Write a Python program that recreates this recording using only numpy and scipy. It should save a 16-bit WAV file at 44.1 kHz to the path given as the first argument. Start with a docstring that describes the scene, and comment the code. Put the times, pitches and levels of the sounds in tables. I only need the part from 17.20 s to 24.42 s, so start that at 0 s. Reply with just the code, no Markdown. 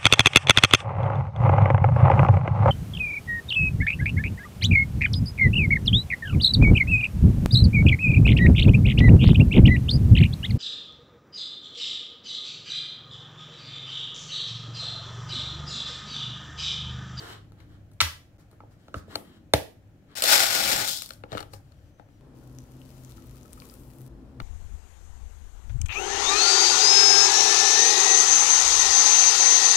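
"""Small room, plastic cup on a table: its tab snaps off and the lid pops free, dry rice rushes from a foil
pouch into it, hot water crackles into the rice, the lid touches down. A far bird whistles once over rumble.
Knocks drive cup resonances; rubbing, rice and water are coloured grain noise, with separate rice ticks and
pops; table booms are swelling sines; rumble is filtered noise. Decaying noise gives the echo."""
import sys
import numpy as np
from scipy import signal
from scipy.fft import rfft, irfft
from scipy.io import wavfile

SR = 44100
rng = np.random.default_rng(int(sys.argv[2]) if len(sys.argv) > 2 else 0)


def transcribe(signal):
    """Save signal, clipped to [-1, 1], as a 16-bit WAV file at the path in sys.argv[1]."""
    frames = np.atleast_2d(signal).T
    limited = np.clip(frames, -1, 1)
    pcm = np.round(limited * 32767).astype(np.int16)
    wavfile.write(sys.argv[1], SR, pcm)


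N = 318402
TIME = np.arange(N) / SR
EDGES_HZ = 22 * 2 ** np.arange(0, 9.8, .4)   # filter-bank edges

# room rumble before waver: t/s, low level/dB, low-middle level/dB
RUMBLE = [(0.0, -54.5, -62), (0.8, -53.5, -61), (1.25, -60, -66), (1.9, -58.5, -55), (2.85, -59, -64.5),
          (3.1, -60, -59.5), (3.5, -48.5, -58), (3.85, -60, -63.5), (4.16, -54.5, -59.5), (4.85, -59, -64),
          (5.1, -54, -55.5), (6.75, -52.5, -56), (6.92, -49, -54.5), (7.22, -47.5, -55.5)]
# room spectra, earlier and later: f/Hz, relative density/dB
ROOM_EARLY = [(13, -32), (22, -13.5), (128, -5.5), (328, -12.5), (376, -28), (585, -21), (672, -32.5),
              (730, -22), (935, -40), (1380, -33), (3230, -42), (5310, -49), (5930, -35.5), (6810, -52.5),
              (16000, -51)]
ROOM_LATE = [(13, -54), (22, -77), (49, 8), (70, -2), (90, -6.5), (125, 3.5), (156, -19), (189, -9),
             (444, -16.5), (554, -35), (690, -36), (1540, -45), (1860, -52), (3150, -54), (16000, -66.5)]
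# far machinery drone, earlier and later: f/Hz, width/Hz, level re low rumble/dB
DRONE_EARLY = [(61.5, 4.2, -8.5), (102.43, 3, -1.5), (194, 9.8, -17), (288.6, 15, -15)]
DRONE_LATE = [(54.8, 2.6, -7.5), (129.4, 2.7, 0.5), (222, 2.3, -14), (255, 8, -8.5), (331.4, 3.7, -12.5)]
# left-right correlation of the room: f/Hz, correlation/1
ROOM_CORRELATION = [(60, 0.96), (180, 0.87), (550, 0.7), (1650, 0.06), (4970, 0.02), (15000, 0.02)]
# left-right correlation of a wide near source: f/Hz, correlation/1
NEAR_CORRELATION = [(100, 0.61), (600, 0.8), (1500, 0.15), (3000, 0.18), (6000, 0.033), (15000, 0.13)]
# left-right tilt at full share, before the common offset: f/Hz, level difference/dB
TILT = [(60, 3.5), (130, 7.5), (290, 4), (640, -3.5), (1410, 10), (3100, 10), (6820, 8.5), (15000, 12)]
# source placement: t/s, left lag/samples, tilt share/1, echo level/dB
PLACEMENT = [(0, 4, 0.14, -3.5), (2.945, 5, 0.56, -14), (2.95, -17.5, 0.7, -10), (7.22, -15.5, 0.96, -9.5)]
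# brief level dips: t/s, silent length/s
DIPS = [(0.314, 0.0058), (1.17, 0.0024), (1.175, 0.0059), (2.947, 0.0058), (6.891, 0.0022)]
# late table booms under a heavy jerk: t/s, f/Hz, level before swell and decay/dB, swell/ms, t60/s
BOOMS = [(0.814, 82, -16.5, 19, 0.22), (1.744, 89.1, -36, 35, 0.55), (2.335, 81.8, -22, 25, 0.17),
         (4.127, 97.6, -26, 15, 0.13)]
# strokes of hands, lid and pouch: t/s, held/s, level/dB, treble level/dB
RUB = [(0.0, 0.13, -50, -56.5), (0.385, 0.039, -65.5, -78), (0.5, 0.054, -69.5, -77),
       (1.198, 0.01, -65.5, -68), (1.32, 0.0078, -69, -79), (1.405, 0.0069, -87, -91),
       (1.52, 0.013, -69, -72.5), (1.6, 0.093, -74, -78.5), (1.765, .02, -54.5, -58),
       (1.909, 0.044, -52, -62), (2.05, 0.12, -65.5, -75.5), (2.905, .04, -62, -87),
       (3.929, 0.0089, -76, -61), (4.124, 0.08, -53.5, -62), (4.338, 0.013, -60, -58),
       (4.45, .25, -79, -80), (4.794, 0.0037, -68.5, -82), (4.9, .1, -81.5, -82.5)]
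# rubbing spectrum: f/Hz, relative density/dB
RUB_COLOUR = [(150, -42.5), (250, -2.5), (287, -4.5), (460, 0.5), (528, -13), (607, -3.5), (971, -10.5),
              (1330, -2.5), (2570, -18.5), (3520, -14.5), (4410, -20.5), (16000, -32.5)]
# soaking crackle: t/s, level/dB
WATER = [(5.149, -73.5), (5.452, -73), (5.73, -66.5), (6.3, -69.5), (6.45, -64.5), (6.73, -73),
         (6.881, -70.5)]
# crackle spectrum: f/Hz, relative density/dB
WATER_COLOUR = [(710, -30.5), (1200, 1), (1790, -23.5), (2270, -6.5), (2590, -11), (4750, -10), (7820, -8),
                (8820, 2.5), (16000, -2.5)]
# louder pops and bubbles: t/s, ring onset level/dB, f/Hz
POPS = [(5.24, -55.5, 6260), (5.329, -49.5, 11400), (5.387, -34.5, 6120), (5.617, -45.5, 2900),
        (5.849, -38, 6630), (5.921, -45, 4100), (5.981, -48, 1326), (6.07, -44.5, 14100),
        (6.232, -43, 6460), (6.254, -51, 1290), (6.332, -31, 8920), (6.376, -48, 1240),
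        (6.402, -36.5, 4450), (6.421, -42, 2320), (6.422, -46, 1084), (6.499, -39.5, 4945),
        (6.521, -54, 1310), (6.655, -49, 13400), (6.817, -40, 13400)]
# rice flow before clumping: t/s, level/dB
RICE = [(2.95, -50.5), (2.966, -37.5), (3.02, -43.5), (3.035, -32), (3.124, -21), (3.2, -24.5),
        (3.264, -30), (3.522, -30.5), (3.646, -34), (3.706, -32.5), (3.8, -44.5), (3.88, -58), (3.96, -72)]
# rice spectrum: f/Hz, relative density/dB
RICE_COLOUR = [(88, -45), (150, -27.5), (431, -14), (514, -2.5), (702, -4), (805, -1.5), (998, -8.5),
               (1500, -2), (1870, -4.5), (5460, -1.5), (6020, -3.5), (11700, -15), (16000, -14.5)]
# air and wall resonances of the open cup: f/Hz, width/Hz, level re its part/dB
HOLLOWS = [(546, 220, -12.5), (800.5, 55, -7), (1440, 98, -6), (2030, 190, -16), (4130, 300, -13),
           (5400, 220, -7), (11400, 290, -9)]
# single grains that stand out: t/s, level/dB
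GRAINS = [(2.952, -38.5), (2.961, -53), (2.982, -38), (3.022, -15), (3.039, -17.5), (3.058, -30),
          (3.077, -26), (3.677, -24), (3.698, -26), (3.731, -32), (3.775, -49), (3.786, -29),
          (3.821, -23.5), (3.844, -41), (3.86, -35), (3.891, -38.5), (3.935, -42)]
# grain blow on bare cup and on heap: thump, body, wall, crack level re the grain/dB
GRAIN_BARE_DB = [-36.5, -17, -3.5, 4.1]
GRAIN_HEAP_DB = [-39, -25, -12, -1.7]
# snaps, pops, taps: t/s, thump/dB, body/dB, wall/dB, crack/dB, left-right/dB, contact decay/ms
KNOCKS = [(0.32, -47.5, -56.5, -57, -61, 4, 0.72), (0.402, -53.5, -69, -52.5, -61, 11, 4.7),
          (0.715, -55.5, -59, -64, -57, 0, 4), (0.734, -59.5, -70.5, -80, -60, 6, 3),
          (0.804, -45, -48, -3, -30, -8, 0.67), (0.807, -44, -48.5, 0.5, -31, 3, 0.84),
          (0.813, -24, -33.5, -9, -14.5, 2.5, 1.23), (1.313, -49, -62.5, -66, -54.5, 0, 1.7),
          (1.329, -52, -50, -69, -61, -2, 1.6), (1.404, -46, -50.5, -48.5, -91, -2.5, 1.1),
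          (1.434, -53, -41, -79, -85, -2, 1.5), (1.682, -45, -53, -49, -59, -2, 1.5),
          (1.742, -33.5, -31.5, -28, -54, -6, 1.5), (1.76, -32.5, -47, -69, -51.5, -1, 1.4),
          (1.881, -40, -41.5, -77, -62.5, -2.5, 2.5), (1.955, -37, -28.5, -27, -26.5, 2, 2.04),
          (2.336, -20.5, -14.5, -4, -11.5, -2, 2.14), (3.906, -54, -36.5, -33, -39, 3, 1.9),
          (4.037, -58, -35, -35, -86, 2, 1.9), (4.119, -38.5, -42, -28.5, -61, 1, 1.9),
          (4.128, -38, -30, -29, -50, 0, 4.5), (4.15, -41, -30, -36, -58, 0.5, 2.1),
          (4.163, -47, -37, -49, -54, -2, 1.7), (4.173, -50, -49, -38, -50, 13, 1.5),
          (4.179, -69, -39, -33, -43, 8, 2.6), (4.19, -65, -43, -35, -47, -2.5, 2.5),
          (4.204, -51.5, -39, -38, -41, 7, 4.6), (4.227, -63, -43, -46, -48, 6, 3.5),
          (4.335, -48, -40.5, -44.5, -40, 1, 6), (4.521, -50, -70, -51.5, -63.5, 0, 1.5),
          (4.888, -54, -67, -62, -80, 1, 1.5), (4.797, -55.5, -42, -54.5, -81, 8.5, 1.47),
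          (7.201, -52.5, -37, -34.5, -48.5, -2, 2)]
# where the four knock levels apply: f/Hz
KNOCK_LEVEL_HZ = [100, 600, 2400, 9000]
# cup and lid modes: f/Hz, mean level/dB, t60/s
CUP = [(66, -3.5, 0.15), (94.5, 2, 0.072), (135, -3, 0.096), (200, -2, 0.032), (294, -6, 0.11),
       (466, 5, 0.023), (660, 4, 0.018), (840, 1, 0.024), (1306, 4.5, 0.016), (1750, 4, 0.0046),
       (2197, -3, 0.0078), (2900, -5, 0.016), (3600, 2.5, 0.0054), (4400, 0.5, 0.0096), (5780, -6.5, 0.013)]
# toneless part of a knock: lower f/Hz, upper f/Hz, level/dB, extra level in the echo feed/dB
CRACKS = [(700, 1500, 11.5, 2.5), (1690, 6400, 14.5, 5.5), (4488, 18000, 15.5, -7.5),
          (9150, 18000, 18.5, 10)]

LATE_ROOM_S, RUMBLE_WAVER_DB = 5.01, 1.5
HISS_DB = [-67, -61.5]   # earlier, later room air before panning
ROOM_T60_S, WALL_CUT_HZ, OUTPUT_CUT_HZ = 0.32, 5200, 16400
WHISTLE_S, WHISTLE_TOP_S, WHISTLE_HZ, WHISTLE_SAG_HZ_PER_S2 = [4.55, 5.0], 4.77, 6100, 8500
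WHISTLE_START_DB, WHISTLE_FADE_DB_PER_S = -76, 28
RUB_RISE_DB_PER_S, RUB_FALL_DB_PER_S = 598.5, 399.5
SQUEAK_HZ, SQUEAK_WIDTH_HZ, SQUEAK_DB = 3100, 500, -2.5
SQUEAK_BUILDS_S = 0.071   # shorter strokes excite it only in part
CRACKLES_PER_S = 690
WATER_TREBLE_DB, BRIGHTENING_S = [0.1, 5], [6.25, 6.4]   # crackle treble rises between these times
POP_CYCLES, BUBBLE_CYCLES, BUBBLE_BELOW_HZ = 2.6, 6.3, 1700   # cycles per e-fold of decay
SMALL_POPS, SMALL_POP_MEAN_DB, SMALL_POP_HZ = 16, -62, [1226, 5900]
FULL_FLOW_GRAINS_PER_S, SPARSE_BELOW_DB, RICE_TREBLE_DB = 1800, -33, -4   # weaker flow has fewer grains
HOLLOW_DB, BURIED_S = [-3.5, -18], [3.64, 3.753]   # low part before and after the heap covers the wall
HEAP_DB, HEAP_S = [-32.5, -13], [3.15, 3.5]   # heap thud re flow, before the burying fade
GRAIN_SCATTER_DB, GRAIN_CONTACT_MS = 4, 1.34   # left-right spread; contact decay
MODE_SCATTER_DB = 1.5   # uneven sharing of a blow among the modes


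def from_db(db):
    """Decibels to gain."""
    return 10 ** (np.asarray(db) / 20)


def in_time(rows, outside=None):
    """Table columns interpolated to every sample."""
    s, *columns = np.transpose(rows)
    return [np.interp(TIME, s, column, outside, outside) for column in columns]


def at_hz(points, hz):
    """Spectrum interpolated on a log-frequency axis."""
    table_hz, values = np.array(points).T
    return np.interp(np.log(hz), np.log(table_hz), values)


def bandpass(x, low_hz, high_hz, order=2):
    """Butterworth band-pass."""
    return signal.sosfilt(signal.butter(order, [low_hz, high_hz], "band", fs=SR, output="sos"), x)


def ring(force, hz, t60_s):
    """Two-pole resonator: a unit click starts a decaying sine of height 1."""
    r, w = from_db(-60 / (t60_s * SR)), 2 * np.pi * hz / SR
    return signal.lfilter([0, np.sin(w)], [1, -2 * r * np.cos(w), r * r], force + 1e-18)


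def ring_width(force, hz, width_hz):
    """Resonator set by bandwidth, whose inverse sets the decay time."""
    return ring(force, hz, np.log(1000) / (np.pi * width_hz))


def drift(rate_hz):
    """Slow random curve of standard deviation 1: twice low-passed noise."""
    r = np.exp(-2 * np.pi * rate_hz / SR)
    slow = signal.lfilter([1], [1, -2 * r, r * r], rng.standard_normal(N))
    return slow / np.std(slow)


def coloured(source, spectrum, correlation, low_hz=1900, high_hz=7500):
    """Filter bank shapes white stereo sources into lows, middle and highs, each nominally rms 1."""
    parts, power = np.zeros((3, 2, N)), np.full(3, 1e-20)
    for k, (low, high) in enumerate(zip(EDGES_HZ, EDGES_HZ[1:])):
        hz = np.sqrt(low * high)
        if spectrum[0][0] < hz < spectrum[-1][0]:
            mid, side = bandpass(source[k % 2], low, high)   # adjacent bands use independent sources
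            c = np.clip(at_hz(correlation, hz), -1, 1)
            part = int(hz >= low_hz) + int(hz > high_hz)
            gain = from_db(at_hz(spectrum, hz))
            stereo = np.sqrt(.5 + c / 2) * mid + np.sqrt(.5 - c / 2) * side * [[1], [-1]]
            parts[part] += gain * stereo
            power[part] += gain ** 2 * (high - low) * 2 / SR
    return parts / np.sqrt(power)[:, None, None]


def grains(per_s, spread_db, hiss):
    """Random clicks of uneven size mixed with a power share of hiss; rms near 1 at constant rate."""
    shape = (2, 2, N)
    sizes = from_db(spread_db * np.minimum(rng.exponential(1, shape), 5))
    sizes *= np.sign(rng.random(shape) - .5)
    clicks = sizes * (rng.random(shape) < per_s / SR)
    clicks /= np.sqrt(np.mean(sizes ** 2) * per_s / SR)
    return np.sqrt(1 - hiss) * clicks + np.sqrt(hiss) * rng.standard_normal(shape)


def room_tone():
    """Wavering rumble, resonant drone and faint air noise; the colour changes once."""
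    level_db, middle_db = (db + RUMBLE_WAVER_DB * drift(3) for db in in_time(RUMBLE))
    white, late, out = rng.standard_normal((2, 2, N)), TIME > LATE_ROOM_S, 0
    spans = zip((~late, late), (ROOM_EARLY, ROOM_LATE), (DRONE_EARLY, DRONE_LATE), HISS_DB)
    for on, spectrum, drone, hiss_db in spans:
        low, middle, air = coloured(white, spectrum, ROOM_CORRELATION, low_hz=165, high_hz=450)
        for hz, width_hz, drone_db in drone:
            lump = ring_width(white[0, 0], hz, width_hz)
            low = low + from_db(drone_db) * lump / np.std(lump)
        out = out + on * (from_db(level_db) * low + from_db(middle_db) * middle + from_db(hiss_db) * air)
    return out


def room(x):
    """Dense echo: convolution with dying noise, independent per channel and dulled by the walls."""
    after = np.arange(SR // 2) / SR
    echo = rng.standard_normal((2, len(after))) * from_db(-60 * after / ROOM_T60_S)
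    echo *= np.minimum(after / 0.00043, 1)
    echo = bandpass(echo, 250, WALL_CUT_HZ, order=1)
    return signal.fftconvolve(x, echo / np.sqrt(np.sum(echo ** 2) / 2), axes=1)[:, :N]


def stereo_placement(x, tilt_db):
    """Delay or advance the left channel; tilt the levels between channels by frequency."""
    lag, share, _ = in_time(PLACEMENT)
    hz = np.maximum(np.fft.rfftfreq(N, 1 / SR), 1)
    tilted = irfft(rfft(x) * from_db(np.outer([.5, -.5], at_hz(TILT, hz) + tilt_db)), N)
    left, right = (1 - share) * x + share * tilted
    return np.array([np.interp(np.arange(N) - np.round(lag), np.arange(N), left), right])


def bird():
    """Thin sine whistle on a parabolic pitch arc, fading and wavering in level."""
    hz = WHISTLE_HZ - WHISTLE_SAG_HZ_PER_S2 * np.clip(TIME - WHISTLE_TOP_S, -1, 1) ** 2
    start, end = WHISTLE_S
    on = np.clip(np.minimum(TIME - start, end - TIME) / 0.038, 0, 1)
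    level_db = WHISTLE_START_DB - WHISTLE_FADE_DB_PER_S * np.clip(TIME - start, 0, 1) + 5.0 * drift(15)
    return on * from_db(level_db) * np.sin(2 * np.pi * np.cumsum(hz) / SR)


def booms():
    """Low table modes: sines that swell, then die."""
    out = 0
    for s, hz, level_db, swell_ms, t60_s in BOOMS:
        after = np.maximum(TIME - s, 0)
        swell = (1 - np.exp(-after * 1000 / swell_ms)) ** 2
        out = out + swell * from_db(level_db - 60 * after / t60_s) * np.sin(2 * np.pi * hz * after)
    return out


def rubbing():
    """Skin and foil dragged over plastic: fine uneven slips drive a squeak; strokes rise, hold, fade."""
    gain, treble, singing = 0, 0, 0
    for s, held_s, level_db, treble_db in RUB:
        rise_db, fall_db = RUB_RISE_DB_PER_S * (TIME - s), RUB_FALL_DB_PER_S * (s + held_s - TIME)
        edge_db = np.minimum(0, np.minimum(rise_db, fall_db))
        stroke = from_db(level_db + edge_db)
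        gain = gain + stroke
        treble = treble + from_db(treble_db + edge_db)
        singing = singing + stroke * min(held_s / SQUEAK_BUILDS_S, 1)
    slips = grains(1600, 3.3, hiss=.6)
    low, middle, high = coloured(slips, RUB_COLOUR, NEAR_CORRELATION, low_hz=500, high_hz=4200)
    squeak = np.diff(ring_width(slips[0, 0], SQUEAK_HZ, SQUEAK_WIDTH_HZ), prepend=0)
    squeak *= from_db(SQUEAK_DB) / np.std(squeak)
    return gain * (0.66 * low + middle) + treble * high + singing * squeak


def water():
    """Air bursts from dry grains: fine crackle, louder pops and bubbles as damped cosines with clicks."""
    level_db, = in_time(WATER, outside=-140)
    start, end = WATER[0][0], WATER[-1][0]
    treble_db = np.interp(TIME, BRIGHTENING_S, WATER_TREBLE_DB) + 1.2 * drift(30)
    crackle = grains(CRACKLES_PER_S, 7.6, hiss=0.5)
    low, middle, treble = coloured(crackle, WATER_COLOUR, NEAR_CORRELATION)
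    out = from_db(level_db) * (0.39 * low + middle + from_db(treble_db) * treble)
    after = np.arange(SR // 50) / SR
    tick = 0.64 * (after == 0)   # bursting film
    low_hz, high_hz = SMALL_POP_HZ
    small = [(start + a * (end - start), SMALL_POP_MEAN_DB + 8 * (b - .5),
              low_hz * (high_hz / low_hz) ** (c ** 3))
             for a, b, c in rng.random((SMALL_POPS, 3))]
    for s, pop_db, hz in list(POPS) + small:
        i = round(s * SR)
        cycles = BUBBLE_CYCLES if hz < BUBBLE_BELOW_HZ else POP_CYCLES
        pop = np.cos(2 * np.pi * hz * after) * np.exp(-after * hz / cycles) + tick
        out[:, i:i + len(after)] += from_db(pop_db) * pop
    return out


def rice():
    """Hard grains tick on wall and heap and ring the open cup; burying the wall damps the lows."""
    level_db, = in_time(RICE, outside=-140)
    per_s = FULL_FLOW_GRAINS_PER_S * from_db(np.clip(level_db - SPARSE_BELOW_DB, -20, 0))
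    ticks = grains(per_s, 3.1, hiss=0.13)
    parts = coloured(ticks, RICE_COLOUR, NEAR_CORRELATION, low_hz=3000)
    for hz, width_hz, ring_db in HOLLOWS:
        tone = np.diff(ring_width(ticks[0, 0], hz, width_hz), prepend=0)
        parts[int(hz > 3000) + int(hz > 7500)] += from_db(ring_db) * tone / np.std(tone)
    low, middle, treble = parts
    thud = bandpass(ticks[1, 0], 170, 450)
    thud = from_db(np.interp(TIME, HEAP_S, HEAP_DB)) * thud / np.std(thud)
    burying = from_db(np.interp(TIME, BURIED_S, HOLLOW_DB) - HOLLOW_DB[0])
    body = burying * (from_db(HOLLOW_DB[0]) * low + thud)
    level_db = level_db + 1.6 * drift(31)   # stream clumps
    return from_db(level_db) * (body + middle + from_db(RICE_TREBLE_DB) * treble)


def knocks():
    """A contact is a click plus short rattle: it cracks and drives the cup modes; also feeds the echo."""
    ticks = []
    for s, db in GRAINS:
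        blow_db = np.add(db, GRAIN_HEAP_DB if s > HEAP_S[1] else GRAIN_BARE_DB)
        ticks.append((s, *blow_db, rng.normal(0, GRAIN_SCATTER_DB), GRAIN_CONTACT_MS))
    rows = np.array(list(KNOCKS) + ticks)
    span, out = np.arange(SR // 60), np.zeros((2, N))
    draws = rng.standard_normal((len(rows), len(span) + len(CUP)))
    rattle = 0.53 * draws[:, :len(span)]
    rattle[:, 0] = 1
    rattle *= np.exp(-span / (np.maximum(rows[:, 6:], .05) * SR / 1000))
    rattle /= np.sqrt(np.sum(rattle ** 2, axis=1, keepdims=True))
    at = np.minimum(np.round(rows[:, :1] * SR).astype(int) + span, N - 1)

    def force(hz, level_db, shape=rattle):
        """All blows as felt at one frequency."""
        blow_db = [np.interp(np.log(hz), np.log(KNOCK_LEVEL_HZ), row[1:5]) for row in rows]
        train = np.full((2, N), 1e-18)
        for side in (0, 1):
            gain = from_db(blow_db + rows[:, 5] * (.5 - side) + level_db)
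            np.add.at(train[side], at, gain[:, None] * shape)
        return train

    for k, (hz, level_db, t60_s) in enumerate(CUP):   # each blow lands elsewhere: new mode shares
        mode_db = level_db + MODE_SCATTER_DB * draws[:, -1 - k]
        out += ring(force(hz, mode_db), hz, t60_s) * (-1) ** k
    afar = signal.sosfilt(signal.butter(2, 1100, fs=SR, output="sos"), out)
    for k, (low, high, level_db, afar_db) in enumerate(CRACKS):   # alternating signs join bands evenly
        hz, sign = np.sqrt(low * high), (-1) ** k
        out += bandpass(force(hz, level_db), low, high) * sign
        afar += bandpass(force(hz, level_db + afar_db, span == 0), low, high) * sign   # bare clicks
    return out, afar


def scene():
    """Sum of room tone, bird, booms, placed near sources and their echo."""
    _, share, echo_db = in_time(PLACEMENT)
    streams = rubbing() + rice() + water()
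    hits, hits_afar = knocks()
    near = stereo_placement(streams + hits, tilt_db=3.5)
    echo = room(from_db(echo_db) * (streams + hits_afar))
    air = room_tone() * from_db(np.outer([.5, -.5], share * 3.3))
    return near + echo + air + booms() + bird()


def record(dry):
    """Round the highest peaks, dip the level briefly to silence, low-pass the top."""
    gate = np.ones(N)
    for s, length_s in DIPS:
        gate *= np.clip((np.abs(TIME - s - length_s / 2) - length_s / 2) / 0.00052, 0, 1)
    rounded = dry / (1 + (dry / .72) ** 6) ** (1 / 6)
    return signal.sosfilt(signal.cheby2(14, 60, OUTPUT_CUT_HZ, fs=SR, output="sos"), rounded * gate)


dry = scene()
out = record(dry)
transcribe(out)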